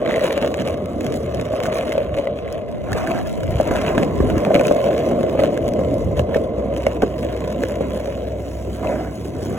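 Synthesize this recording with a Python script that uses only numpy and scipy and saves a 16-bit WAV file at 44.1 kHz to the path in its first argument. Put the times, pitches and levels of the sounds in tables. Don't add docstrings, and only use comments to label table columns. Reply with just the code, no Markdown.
import sys
import numpy as np
from scipy import signal
from scipy.fft import rfft, irfft, next_fast_len
from scipy.io import wavfile
from scipy.ndimage import uniform_filter1d, map_coordinates

SR = 44100
rng = np.random.default_rng(int(sys.argv[2]) if len(sys.argv) > 2 else 0)


def transcribe(u):
    v = np.clip(np.atleast_2d(u).T, -1, 1)
    q = np.round(v * 32767).astype(np.int16)
    wavfile.write(sys.argv[1], SR, q)


N = 422478

# frequency in Hz, relative density in dB per Hz.
RUMBLE_SPECTRUM = [(30, -28), (70, -18.5), (130, -2), (220, 1), (330, 0.5), (460, -2), (720, -9.5),
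                   (850, -26.5), (1100, -25.5), (1600, -37.5), (4000, -40.5), (16000, -100)]
# frequency in Hz, relative density in dB per Hz.
GRIT_SPECTRUM = [(300, -53), (800, 5), (1300, 3.5), (1700, 4), (1930, 0.5), (2100, 6), (2700, 4.5),
                 (3400, -2.5), (4000, -3), (5000, -20), (9000, -26.5), (16000, -92)]
# frequency in Hz, relative density in dB per Hz.
FINE_SPECTRUM = [(1000, -76), (3000, 6), (4400, 3), (5600, 6), (6400, 3.5), (6850, 6.5), (7700, 1.5),
                 (9000, 0.5), (10100, 3.5), (10900, -5), (12400, -2), (14300, -7), (16000, -3)]
# frequency in Hz, relative density in dB per Hz.
SCRAPE_SPECTRUM = [(200, -30), (500, -6), (730, 13.5), (860, -0.5), (1050, 5.5), (1300, -0.5), (1700, 0),
                   (1930, -8.5), (2060, -5), (2300, -5.5), (3500, -18), (7000, -19.5), (16000, -31.5)]


def amp(db):
    return np.exp(np.asarray(db) * (np.log(10) / 20))


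def unit(x):
    return x / np.sqrt(np.mean(x ** 2) + 1e-20)


def along(points, hz):
    f, v = np.transpose(points)
    return np.interp(np.log(hz + 1), np.log(f + 1), v)


def curves(rows):
    s, *cols = np.transpose(rows)
    return [np.interp(np.arange(N) / SR, s, c) for c in cols]


def wobble(rate):
    coarse = np.arange(0, N, 64)
    knots = rng.standard_normal(int(N * rate / SR) + 4)
    smooth = map_coordinates(knots, [coarse * rate / SR])
    return np.interp(np.arange(N), coarse, smooth)


def plateau(s, length, edge_s):
    corners = [s - edge_s, s, s + length, s + length + edge_s]
    return np.interp(np.arange(N) / SR, corners, [0, 1, 1, 0])


def filtered(x, response):
    m = 2 * next_fast_len(N // 2 + 8192)
    return irfft(rfft(x, m) * response(np.fft.rfftfreq(m, 1 / SR)), m)[..., :N]


def coloured(x, spectrum):
    half = 8192
    gain = unit(amp(along(spectrum, np.fft.rfftfreq(2 * half, 1 / SR))))
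    cepstrum = irfft(np.log(gain))
    folded = np.r_[cepstrum[0], 2 * cepstrum[1:half], np.zeros(half)]
    kernel = irfft(np.exp(rfft(folded)))
    return signal.oaconvolve(x, kernel[:half])[:N]


def patchy(x, depth_db):
    z = signal.stft(x, nperseg=512)[2]
    field = uniform_filter1d(rng.standard_normal(z.shape), size=3, axis=0)
    field = uniform_filter1d(field, size=7, axis=1)
    return unit(signal.istft(z * amp(depth_db * unit(field)), nperseg=512)[1][:N])


def add(track, s, sound):
    part = track[max(round(s * SR), 0):][:len(sound)]
    part += sound[:len(part)]


def treads(rate, spread_db, cap):
    count = int(1.2 * rate * N / SR)
    at = np.cumsum(rng.gamma(3, SR / rate / 3, count)).astype(int)
    size = amp(spread_db * np.minimum(rng.standard_normal(count), cap))
    return np.bincount(at, size, N)[:N]


def crunch(contacts, t60, bed):
    energy = signal.lfilter([1], [1, -amp(-120 / (t60 * SR))], contacts ** 2)
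    energy = np.convolve(energy, signal.get_window("hann", 44), "same")
    return unit(np.sqrt(abs(energy / energy.mean()) + bed) * rng.standard_normal(N))


def burst(rise_s):
    t = np.arange(512) / SR
    u = t / rise_s
    tail = .045 * np.exp(-t / .003) * (1 - np.exp(-u))
    shape = u * np.exp(-u) + tail
    z = rfft(shape * rng.standard_normal(len(t)))
    click = irfft(z / np.sqrt(abs(z))) * shape ** .2
    return click / np.linalg.norm(click)


def ticks(contacts, rise_s, bed, count=10):
    kind = rng.integers(count, size=N)
    clicks = sum(signal.oaconvolve(contacts * (kind == k), burst(rise_s))[:N] for k in range(count))
    return unit(unit(clicks) + np.sqrt(bed) * rng.standard_normal(N))


def resonances(modes, hz):
    total = 0
    for k, (centre, width, db) in enumerate(modes):
        damping = 1j * hz * width
        total = total + amp(db) * (-1) ** k * damping / (centre * centre - hz * hz + damping)
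    return total


def deck(hz):
    # frequency in Hz, width in Hz, level in dB before the wheels' filter.
    deck_modes = [(473, 153, -4), (598.7, 95, 1), (685.6, 97, -8.5)]
    wheels_db = [(100, -35), (400, -2.5), (720, 1.0), (860, -4), (1050, -12), (1400, -25.0), (4000, -30)]
    return resonances(deck_modes, hz) * amp(along(wheels_db, hz))


def singing(hz, width_hz):
    pole = np.exp(-np.pi * width_hz / SR)
    noise = rng.standard_normal(N) + 1j * rng.standard_normal(N)
    swell = signal.lfilter([1], [1, -2 * pole, pole ** 2], noise)
    phase = 2 * np.pi * np.cumsum(hz * np.ones(N)) / SR
    return unit((swell * np.exp(1j * phase)).real)


def wheel_song():
    # time in seconds, frequency in Hz.
    wheel_pitch = [(0, 1099), (1.5, 1119), (3.5, 1000), (5, 1047), (7, 1021), (9.58, 998)]
    wheel_hz, = curves(wheel_pitch)
    return singing(wheel_hz, width_hz=200) + amp(-11) * singing(2065, width_hz=150)


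def rolling():
    # time in seconds, then relative levels in dB of
    road_levels = [(0.0, -24.5, -25, -47, -54), (0.16, -21, -30, -52, -53), (0.36, -26, -27, -50, -51.5),
                   (0.6, -26, -27.5, -47, -50), (1.0, -28, -26, -54, -50), (1.42, -25.5, -29, -48, -47.5),
                   (1.8, -22, -29.5, -43.5, -46), (2.3, -26, -33.5, -52.5, -60),
                   (2.8, -30.5, -38.5, -54, -54.5), (3.0, -35, -36.5, -47, -54),
                   (3.35, -31.5, -32, -48.5, -46.5), (3.76, -24.5, -24.5, -42, -48.5),
                   (4.2, -28, -23, -48.5, -48.5), (4.62, -18, -29, -44.5, -45),
                   (5.15, -20.5, -23, -47, -50.5), (5.8, -22.5, -24.5, -51.5, -51.5),
                   (6.1, -24.5, -26.5, -57, -53), (6.6, -25.5, -27.5, -54, -55.5),
                   (7.1, -27, -28.5, -49, -51.5), (7.84, -28, -28.5, -50.5, -50),
                   (8.28, -26, -34.5, -53.5, -56), (8.66, -38.5, -31, -55.5, -49),
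                   (9.58, -64, -31.5, -55, -47.5)]
    # start in seconds, length in seconds, extra grit in dB.
    coarse_stretches = [(0.063, 0.399, 14), (0.594, 0.12, 4.5), (1, 0.14, 6), (1.264, 0.12, 5),
                        (1.57, 0.22, 6), (1.934, 0.078, 4.5), (2.154, 0.14, 6.5), (2.447, 0.14, 8.5),
                        (3.863, 0.014, 6), (4.556, 0.37, 1), (4.752, 0.25, 3.5), (5.386, 0.072, 9),
                        (5.534, 0.14, 1.5), (6.178, 0.016, 13.5), (6.314, 0.05, 10), (6.73, 0.18, 4.5),
                        (7.24, 0.28, 4), (7.613, 0.32, 6), (8.053, 0.18, 4.5), (8.855, 0.033, 4)]
    # time in seconds, relative level in dB.
    wheel_levels = [(0, -36.5), (.7, -40), (1.3, -42.5), (1.7, -34), (2.3, -44), (3.3, -46), (3.9, -34),
                    (4.6, -33.5), (5.1, -37.5), (6.5, -39.5), (7.8, -40.5), (8.5, -49), (9.58, -46)]
    patch_edge_s = 0.026
    uneven_db, heave_db = 0.9, 1.5
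    deck_share, fine_share = 0.27, 0.78
    click_rise_s = .00035

    deck_db, rumble_db, grit_db, fine_db = curves(road_levels)
    wheel_db, = curves(wheel_levels)
    patch_db = sum(db * plateau(s, length, patch_edge_s) for s, length, db in coarse_stretches)
    patch_db = patch_db + uneven_db * wobble(9)
    deck_db = deck_db + deck_share * patch_db - 1.43
    wheel_db = wheel_db + deck_share * patch_db - 5.0
    rumble_db = rumble_db + heave_db * wobble(10) + 1.5
    grit_db = grit_db + patch_db + 2.5
    fine_db = fine_db + fine_share * patch_db - 2.0

    stones = treads(rate=270, spread_db=5, cap=1.0)
    texture = rng.standard_normal(N)
    ring = unit(filtered(unit(stones) + 1.22 * texture, deck))
    rumble = unit(coloured(crunch(stones, t60=0.11, bed=0.56), RUMBLE_SPECTRUM))
    smooth = amp(-.8 * (grit_db + 41.5))
    grit = coloured(ticks(stones, click_rise_s, bed=0.14 * smooth), GRIT_SPECTRUM)
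    sharp = stones * amp(4.5 * np.clip(rng.standard_normal(N), -2, 1.5))
    fine = coloured(ticks(sharp, click_rise_s, bed=0.17 * smooth), FINE_SPECTRUM)
    cluster = np.clip(wobble(20), -2, 1.3)
    grit = amp(1.2 * cluster) * patchy(grit, depth_db=1.8)
    fine = amp(3.0 * cluster) * patchy(fine, depth_db=3.2)
    crackle = amp(grit_db + 1.5) * grit + amp(fine_db) * fine
    return amp(deck_db) * ring + amp(rumble_db) * rumble + amp(wheel_db) * wheel_song() + crackle


def hiss():
    # frequency in Hz, relative density in dB per Hz.
    hiss_spectrum = [(2000, -15), (5000, 0), (7000, 5.5), (10000, -4), (10900, -16), (12500, 4),
                     (14300, -2), (16000, -1.5)]
    # time in seconds, relative level in dB.
    airflow = [(0, -68), (2.6, -78), (3.4, -51), (5, -40.5), (6.5, -61), (7.2, -46), (8.3, -45), (8.7, -42),
               (9.58, -51)]
    level_db, = curves(airflow)
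    return amp(level_db - 13.5) * coloured(rng.standard_normal(N), hiss_spectrum)


def wind():
    # peak time in seconds, half width (to 1/e) in seconds, relative level in dB.
    gust_rows = [(2.1, 0.09, -33), (2.84, 0.018, -26), (2.945, 0.04, -27), (3.44, 0.022, -20),
                 (3.5, 0.028, -16), (3.56, .03, -24), (3.85, 0.41, -30), (4.25, 0.06, -22),
                 (4.36, .035, -20), (5.67, 0.037, -26.5), (6.12, 0.19, -23), (9.4, 0.12, -33)]
    # frequency in Hz, relative density in dB per Hz.
    buffet_spectrum = [(15, -34), (30, -23), (48, -2), (70, 0.5), (105, 1), (170, -9), (400, -32),
                       (2000, -80)]
    breeze_db, lumpy_db = -34.5, 2.4
    t = np.arange(N) / SR
    level = amp(breeze_db)
    for s, width, db in gust_rows:
        level = level + amp(db) * np.exp(-np.minimum(((t - s) / width) ** 2, 20))

    def buffeting():
        return unit(amp(lumpy_db * wobble(18)) * coloured(rng.standard_normal(N), buffet_spectrum))
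    shared, apart = buffeting(), buffeting()
    return amp(-3.0) * level * (shared + amp(-10.5) * apart * np.array([[1], [-1]]))


def knocks():
    # time in
    # seconds, # ring level in dB, ring frequency in Hz, thud level in dB.
    knock_rows = [(0.0245, -7, 573, -17), (.179, -8, 574, -15), (0.2431, -3, 540, -13),
                  (.3024, -7.5, 570, -18), (.378, -11, 570, -29), (.432, -6, 577, -21),
                  (0.444, -4, 567, -14), (.787, -16, 560, -24), (1.536, -6, 604, -9.5),
                  (1.617, -8, 590, -22), (1.6845, -5, 584, -15), (1.953, -11, 586, -32),
                  (1.978, -4, 528, -22), (2.175, -8.5, 570, -32), (2.1946, -8.5, 576, -22),
                  (2.2711, -10, 585, -20), (2.9527, -14, 480, -23), (3.6, 1.5, 612, -6),
                  (3.611, -4.5, 590, -24), (3.709, -9, 584, -2), (3.979, -5, 640, 0),
                  (4.0278, -3.5, 507, -11), (4.203, -3, 380, -4.5), (4.299, -9, 600, -17),
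                  (4.3771, -8, 570, -14), (4.4693, -3, 580, -16), (4.506, 1.5, 625, -27),
                  (4.515, -2, 583, -24), (4.553, 1.5, 545, -1.5), (4.5595, -6, 540, -6),
                  (4.599, -0.5, 550, -8), (4.612, -4.5, 593, -7), (4.711, 3, 580, -6), (4.762, -9, 600, -8),
                  (4.8407, -11, 585, -20), (4.8675, -8, 554, -21), (4.8884, -6.5, 590, -18),
                  (4.9112, -10, 570, -12), (5.075, -5, 555, -28), (5.111, -8, 563, -8),
                  (5.1896, -11, 550, -24), (5.2395, -8, 567, -28), (5.3511, -4, 560, -25),
                  (5.391, -1, 574, -5), (5.419, -7, 587, -16), (5.437, -5, 575, -14), (5.791, -4, 543, -13),
                  (5.812, -6, 570, -16), (6.1952, -2, 537, -8), (6.2924, -8, 547, -15),
                  (6.345, -8, 620, -16), (6.359, -2, 504, -12), (6.3635, -5.5, 497, -7.5),
                  (6.8672, 1, 574, -11), (7.022, -3.5, 625, -10), (7.0275, -6.5, 713, -11),
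                  (7.032, 3.5, 508, -4.5), (7.0365, -0.5, 455, -10), (7.6195, -10, 550, -18),
                  (7.635, -6, 490, -16), (7.808, -4, 497, -8), (7.972, -11, 554, -25),
                  (8.0812, -11.5, 556, -27), (8.8959, -7, 580, -21)]
    # frequency in Hz, mean level in dB against the thud, 60 dB decay time in seconds.
    upper_modes = [(800, -28.5, 0.0097), (984, -11, 0.015), (1350, -21, 0.014)]
    ring_t60, thud_hz, thud_t60 = 0.03, 266, 0.019
    rattle_db, rattle_t60 = -17.5, .04
    out, rattle, t = np.zeros(N), np.zeros(N), np.arange(SR // 8) / SR
    attack = 1 - np.exp(-t / 0.0008)

    def mode(hz, db, t60):
        return np.sin(2 * np.pi * hz * t) * amp(db - 60 * t / t60)

    for s, db, hz, thud_db in knock_rows:
        knock = mode(hz, db, ring_t60) + mode(thud_hz, thud_db, thud_t60)
        for mode_hz, mode_db, t60 in upper_modes:
            knock += mode(mode_hz, thud_db + mode_db + rng.normal(0, 2.8), t60)
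        add(out, s, -attack * knock)
        decay = amp(thud_db + rattle_db - 60 * t / rattle_t60)
        add(rattle, s, attack * decay * rng.standard_normal(len(t)))
    return out + coloured(rattle, SCRAPE_SPECTRUM)


def snaps():
    # time in seconds, rise in seconds,
    # crack level in dB, treble level in dB, ring level in dB, ring frequency in Hz.
    stone_snaps = [(0.062, 0.0009, -34, -52, -15, 2050), (0.0936, 0.0006, -38, -47, -19, 1960),
                   (0.1095, 0.0009, -30, -41, -11, 1940), (0.1259, 0.0005, -35, -48, -18, 1970),
                   (0.1403, 0.0005, -28, -50, -10, 2050), (0.1598, 0.00089, -29, -37, -15, 1960),
                   (0.194, 0.00067, -32, -42, -15, 1890), (0.2249, 0.0003, -28, -46, -27, 2780),
                   (0.2399, 0.0011, -25, -34, -16, 1490), (0.3061, 0.0007, -28, -42, -18, 1980),
                   (0.3267, 0.00046, -26, -33, -17, 2020), (0.377, 0.00033, -23, -34, -28, 1700),
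                   (0.425, 0.0004, -25, -42, -26, 1980), (0.4473, 0.0005, -27, -40, -29, 2840),
                   (0.4747, 0.0005, -26, -42, -27, 2050), (0.5416, 0.00053, -24, -35, -25, 2110),
                   (0.5894, 0.00089, -29, -45, -33, 2190), (0.599, 0.00075, -37, -40, -21, 2900),
                   (0.675, 0.0004, -27, -34, -30, 2280), (0.685, 0.0005, -31, -38, -27, 2300),
                   (0.7419, 0.0007, -35, -44, -27, 2130), (0.8579, 0.0005, -36, -38, -37, 2300),
                   (1.0082, 0.00072, -36, -36, -22, 2560), (1.0645, 0.00099, -29, -33, -31, 2220),
                   (1.123, 0.00036, -33, -38, -35, 2370), (1.14, 0.00086, -33, -36, -35, 2050),
                   (1.3455, 0.00064, -40, -36, -30, 2390), (1.397, 0.0007, -32, -45, -30, 2420),
                   (1.4118, 0.0007, -35, -35, -34, 2390), (1.6023, 0.00051, -27, -38, -36, 2780),
                   (1.6352, 0.0008, -28, -32, -28, 2410), (1.6555, 0.0012, -30, -35, -15, 1470),
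                   (1.727, 0.00059, -30, -43, -21, 2320), (1.8091, 0.00072, -29, -42, -21, 2330),
                   (1.8262, 0.0006, -35, -41, -28, 2330), (1.8802, 0.0005, -29, -47, -28, 2280),
                   (1.893, 0.0007, -35, -40, -32, 2300), (1.9206, 0.0012, -27, -36, -15, 2110),
                   (1.926, 0.0006, -30, -35, -27, 1640), (1.9792, 0.0007, -26, -38, -18, 2300),
                   (2.1422, 0.0005, -34, -48, -24, 2320), (2.1746, 0.00043, -34, -52, -21, 2120),
                   (2.1861, 0.00079, -32, -42, -21, 2200), (2.2717, 0.00071, -31.5, -47, -17, 2090),
                   (2.388, 0.00092, -35, -52, -28, 2480), (2.477, 0.00055, -41, -51, -24, 2180),
                   (2.5255, 0.00035, -50, -35, -42, 2260), (2.919, 0.00076, -41, -36, -14, 1480),
                   (2.9296, 0.0011, -31, -29, -13, 1740), (3.0726, 0.0007, -32, -37, -15, 1740),
                   (3.1145, 0.0011, -26, -38, -19, 2530), (3.189, 0.0008, -44, -39, -19, 1730),
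                   (3.4329, 0.00059, -34, -38.5, -24, 1490), (3.6104, 0.00079, -45, -33, -27, 2430),
                   (3.6306, 0.00068, -47, -42, -23, 1446), (3.675, 0.00082, -37, -35.5, -23, 1440),
                   (3.7577, 0.0007, -28, -36, -13, 1460), (3.7651, 0.00063, -30, -35, -27, 1460),
                   (3.8144, 0.0012, -28, -37, -22, 1450), (3.8635, 0.0009, -26, -41, -15, 2680),
                   (3.8814, 0.00052, -28, -49, -17, 2430), (3.9789, 0.00053, -24.5, -34, -10, 1660),
                   (4.027, 0.00072, -31, -39, -17, 2230), (4.0321, 0.00052, -25.5, -34, -25, 1680),
                   (4.0466, 0.0005, -40, -41, -33, 2110), (4.3002, 0.0011, -29, -37, -18, 1460),
                   (4.38, 0.00074, -33, -32.5, -19, 1660), (4.4492, 0.00075, -24, -38, -26, 1460),
                   (4.5436, 0.00055, -21, -28.5, -12, 2380), (4.5522, 0.00062, -21, -35, -9, 2310),
                   (4.56, 0.00068, -24, -39, -10, 2200), (4.5948, 0.0008, -31, -37, -14, 2480),
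                   (4.6104, 0.0006, -29, -34, -16, 1450), (4.6526, 0.00064, -30, -46, -11.5, 2480),
                   (4.669, 0.00059, -38, -26.5, -19, 1460), (4.6806, 0.00084, -22, -32, -20, 2480),
                   (4.8415, 0.0005, -30, -38, -33, 1610), (4.9788, 0.00075, -30, -36, -23, 2370),
                   (5.2305, 0.0005, -30.5, -37.5, -24, 1730), (5.2965, 0.00055, -33, -42, -32, 1660),
                   (5.3954, 0.00087, -31, -44, -21, 2070), (5.403, 0.00059, -35, -42, -18, 2120),
                   (5.4353, 0.00081, -26, -35, -27, 2110), (5.5752, 0.0005, -31, -36, -22, 1590),
                   (5.6794, 0.00076, -35, -34, -23, 2110), (5.6877, 0.00055, -33, -36, -41, 2300),
                   (5.7359, 0.0005, -35, -37, -30, 1680), (5.941, 0.00034, -50, -37, -51, 2650),
                   (6.1804, 0.00099, -36, -53, -35, 1460), (6.1936, 0.0004, -24, -32, -20, 2670),
                   (6.345, 0.0014, -28, -38, -12.5, 1820), (6.3675, 0.00054, -30, -44, -27, 2300),
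                   (6.763, 0.00086, -32, -39, -25, 3140), (6.7738, 0.00071, -48, -38, -41, 2050),
                   (6.8656, 0.001, -25, -31.5, -9.5, 2150), (7.02, 0.0015, -24.5, -33, -14, 1390),
                   (7.228, 0.00095, -34, -43, -36, 2130), (7.6352, 0.00064, -27, -33.5, -17, 1660),
                   (8.0565, 0.0006, -38, -44, -36, 2130), (8.8713, 0.0006, -37, -45, -22, 2520)]
    ring_t60 = .014
    body, treble, clack, t = np.zeros(N), np.zeros(N), np.zeros(N), np.arange(SR // 30) / SR
    size = np.sqrt(.003 * SR)
    for s, rise_s, db, treble_db, ring_db, hz in stone_snaps:
        add(body, s, size * amp(db) * burst(rise_s))
        add(treble, s, size * amp(treble_db) * burst(rise_s))
        phase = 2 * np.pi * hz * t + 0.09 * np.cumsum(rng.standard_normal(len(t)))
        envelope = amp(ring_db - 60 * t / ring_t60) * (1 - np.exp(-t / 0.0005))
        add(clack, s, envelope * np.sin(phase))
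    return coloured(body, GRIT_SPECTRUM) + coloured(treble, FINE_SPECTRUM) + clack


def drone():
    # start in seconds, length in seconds, first and last mean pitch in Hz,
    # relative level in dB.
    spells = [(0.352, 0.95, 79, 82.9, -37.5), (1.305, 1.94, 69, 67.5, -43), (4.823, 0.8, 72, 76.9, -39),
              (5.82, 0.51, 79.9, 76.1, -32), (6.567, 2.55, 64.67, 64, -34), (9.301, 0.25, 77.3, 97.6, -32)]
    fade_s, waver_db = 0.13, 1.3
    glide, level = [], np.zeros(N)
    for s, length, first_hz, last_hz, db in spells:
        glide += [(s, first_hz), (s + length, last_hz)]
        level += amp(db) * plateau(s, length, fade_s)
    hz, = curves(glide)
    phase = 2 * np.pi * np.cumsum(hz * (1 + 0.006 * wobble(6))) / SR
    upper = amp(-6 + wobble(2)) * np.sin(1.6 * phase)
    upper += amp(-16 + 4 * wobble(2)) * np.sin(1.4 * phase)
    return level * amp(4.0 + waver_db * wobble(4.6)) * (np.sin(phase) + upper)


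def flutter():
    # start in seconds, length in seconds, level in dB.
    eddy_spells = [(2.45, 0.27, -35), (2.75, .1, -31), (2.92, 0.11, -27), (3.166, 0.29, -26),
                   (3.7, .1, -29), (3.97, 0.049, -29), (4.16, 0.17, -26)]
    # frequency in Hz, relative density in dB per Hz.
    eddy_spectrum = [(40, -14), (110, -6), (180, -3), (300, -7), (600, -16), (2000, -60)]
    level = sum(amp(db) * plateau(s, length, edge_s=.06) for s, length, db in eddy_spells)
    return level * unit(coloured(rng.standard_normal(N), eddy_spectrum)) * np.array([[1], [-1]])


def ringing(drive, modes):
    def response(hz):
        bass_cut = 1 + (.75 * modes[0][0] / (hz + 1)) ** 6
        return resonances(modes, hz) / bass_cut
    return unit(filtered(drive, response))


def free_deck():
    # start in seconds, length in seconds, level in dB.
    free_spells = [(2.59, 0.32, -38), (2.96, .22, -27), (3.26, 0.3, -33.5), (3.66, 0.28, -25.5),
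                   (8.38, 0.47, -40), (8.835, 0.11, -24.5), (8.96, 0.13, -34), (9.116, 0.61, -40)]
    # frequency in Hz, width in Hz, relative level in dB.
    free_modes = [(609.7, 23.5, 4.5), (668, 38, -0.5), (747, 15, -7), (978, 32, -14), (1045, 29, -21),
                  (1370, 56, -24), (1700, 82, -35), (2050, 42, -18.5)]
    level = sum(amp(db) * plateau(s, length, 0.02) for s, length, db in free_spells)
    return level * ringing(rng.standard_normal(N), free_modes)


def scrapes():
    # start in seconds, length in seconds, then levels in dB of
    strokes = [(2.907, 0.012, -32.5, -28.5, -30), (2.975, 0.025, -24.5, -42, -42),
               (3.08, 0.044, -29, -24.5, -36), (3.144, 0.04, -32.5, -47, -45),
               (3.723, 0.056, -27, -43, -50), (3.82, 0.088, -32.5, -32, -51),
               (3.956, 0.07, -33.5, -20.5, -43), (4.31, 0.23, -36, -26.5, -32),
               (4.458, 0.13, -34.5, -22, -26.5), (8.83, 0.095, -34.5, -25.5, -28.5),
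               (8.95, 0.076, -34, -27, -50), (9.352, 0.017, -42, -32, -49), (9.407, 0.15, -43, -30, -56),
               (9.56, 0.06, -34, -29, -29)]
    rise_db_per_s, fall_db_per_s = 260, 140
    levels, t = np.zeros((3, N)), np.arange(N) / SR
    for s, length, *layers_db in strokes:
        before, after = np.clip(s - t, 0, 1), np.clip(t - s - length, 0, 1)
        stroke = amp(-rise_db_per_s * before - fall_db_per_s * after)
        levels = np.maximum(levels, np.outer(amp(layers_db), stroke))
    grains = ticks(treads(rate=480, spread_db=4, cap=1.1), rise_s=.0004, bed=0.15)
    catch = amp(2.4 * np.clip(wobble(70), -2, 1))
    rub = patchy(coloured(grains * catch, SCRAPE_SPECTRUM), depth_db=3.0)
    thrum = coloured(rng.standard_normal(N), RUMBLE_SPECTRUM)
    ring = unit(filtered(rng.standard_normal(N), deck))
    return np.sum(levels * [rub, thrum, ring], axis=0)


def ports(x, scatter_db, scatter_t60):
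    # frequency in Hz, lead of the left port in radians.
    port_lead = [(60, 0), (250, -0.3), (620, -0.75), (860, -0.3), (1130, -1.2), (1450, 0.3), (2350, 1.8),
                 (3050, 1.1), (4200, 2.6), (5200, 3.6), (6400, 6.1), (7500, 6.6), (8900, 9.4),
                 (10600, 12.3), (11600, 12.8), (13000, 15.7), (14800, 18.6), (16000, 18.9)]
    # frequency in Hz, left minus right in dB.
    port_tilt = [(60, -1), (130, -1.5), (300, -1.5), (600, 1), (1300, -2.5), (2000, -2.5), (2600, 0.5),
                 (3600, -0.5), (8000, -0.5)]

    def response(hz):
        left = np.exp(.5j * along(port_lead, hz)) * amp(.5 * along(port_tilt, hz))
        return np.array([left, 1 / left])
    pair = filtered(x, response)
    block = 4096
    window, t = signal.get_window("hann", block), np.arange(block // 2) / SR
    starts = np.arange(0, N - block, block // 2)
    pieces = window * x[starts[:, None] + np.arange(block)]
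    for side in pair:
        tails = rng.standard_normal((len(starts), len(t))) * amp(-60 * t / scatter_t60)
        tails *= amp(scatter_db) / np.linalg.norm(tails, axis=1, keepdims=True)
        for start, echo in zip(starts, signal.fftconvolve(pieces, tails, axes=1)):
            add(side, start / SR, echo)
    return pair


def scene():
    board = rolling() + free_deck() + scrapes() + knocks() + snaps()
    at_ports = ports(board + hiss(), scatter_db=-9.0, scatter_t60=0.05)
    return at_ports + wind() + flutter() + drone()


def record(dry):
    top_hz, ceiling = 15950, .95
    rounded = dry / (1 + np.abs(dry / ceiling) ** 6) ** (1 / 6)
    return filtered(rounded, lambda hz: hz < top_hz)


dry = scene()
out = record(dry)
transcribe(out)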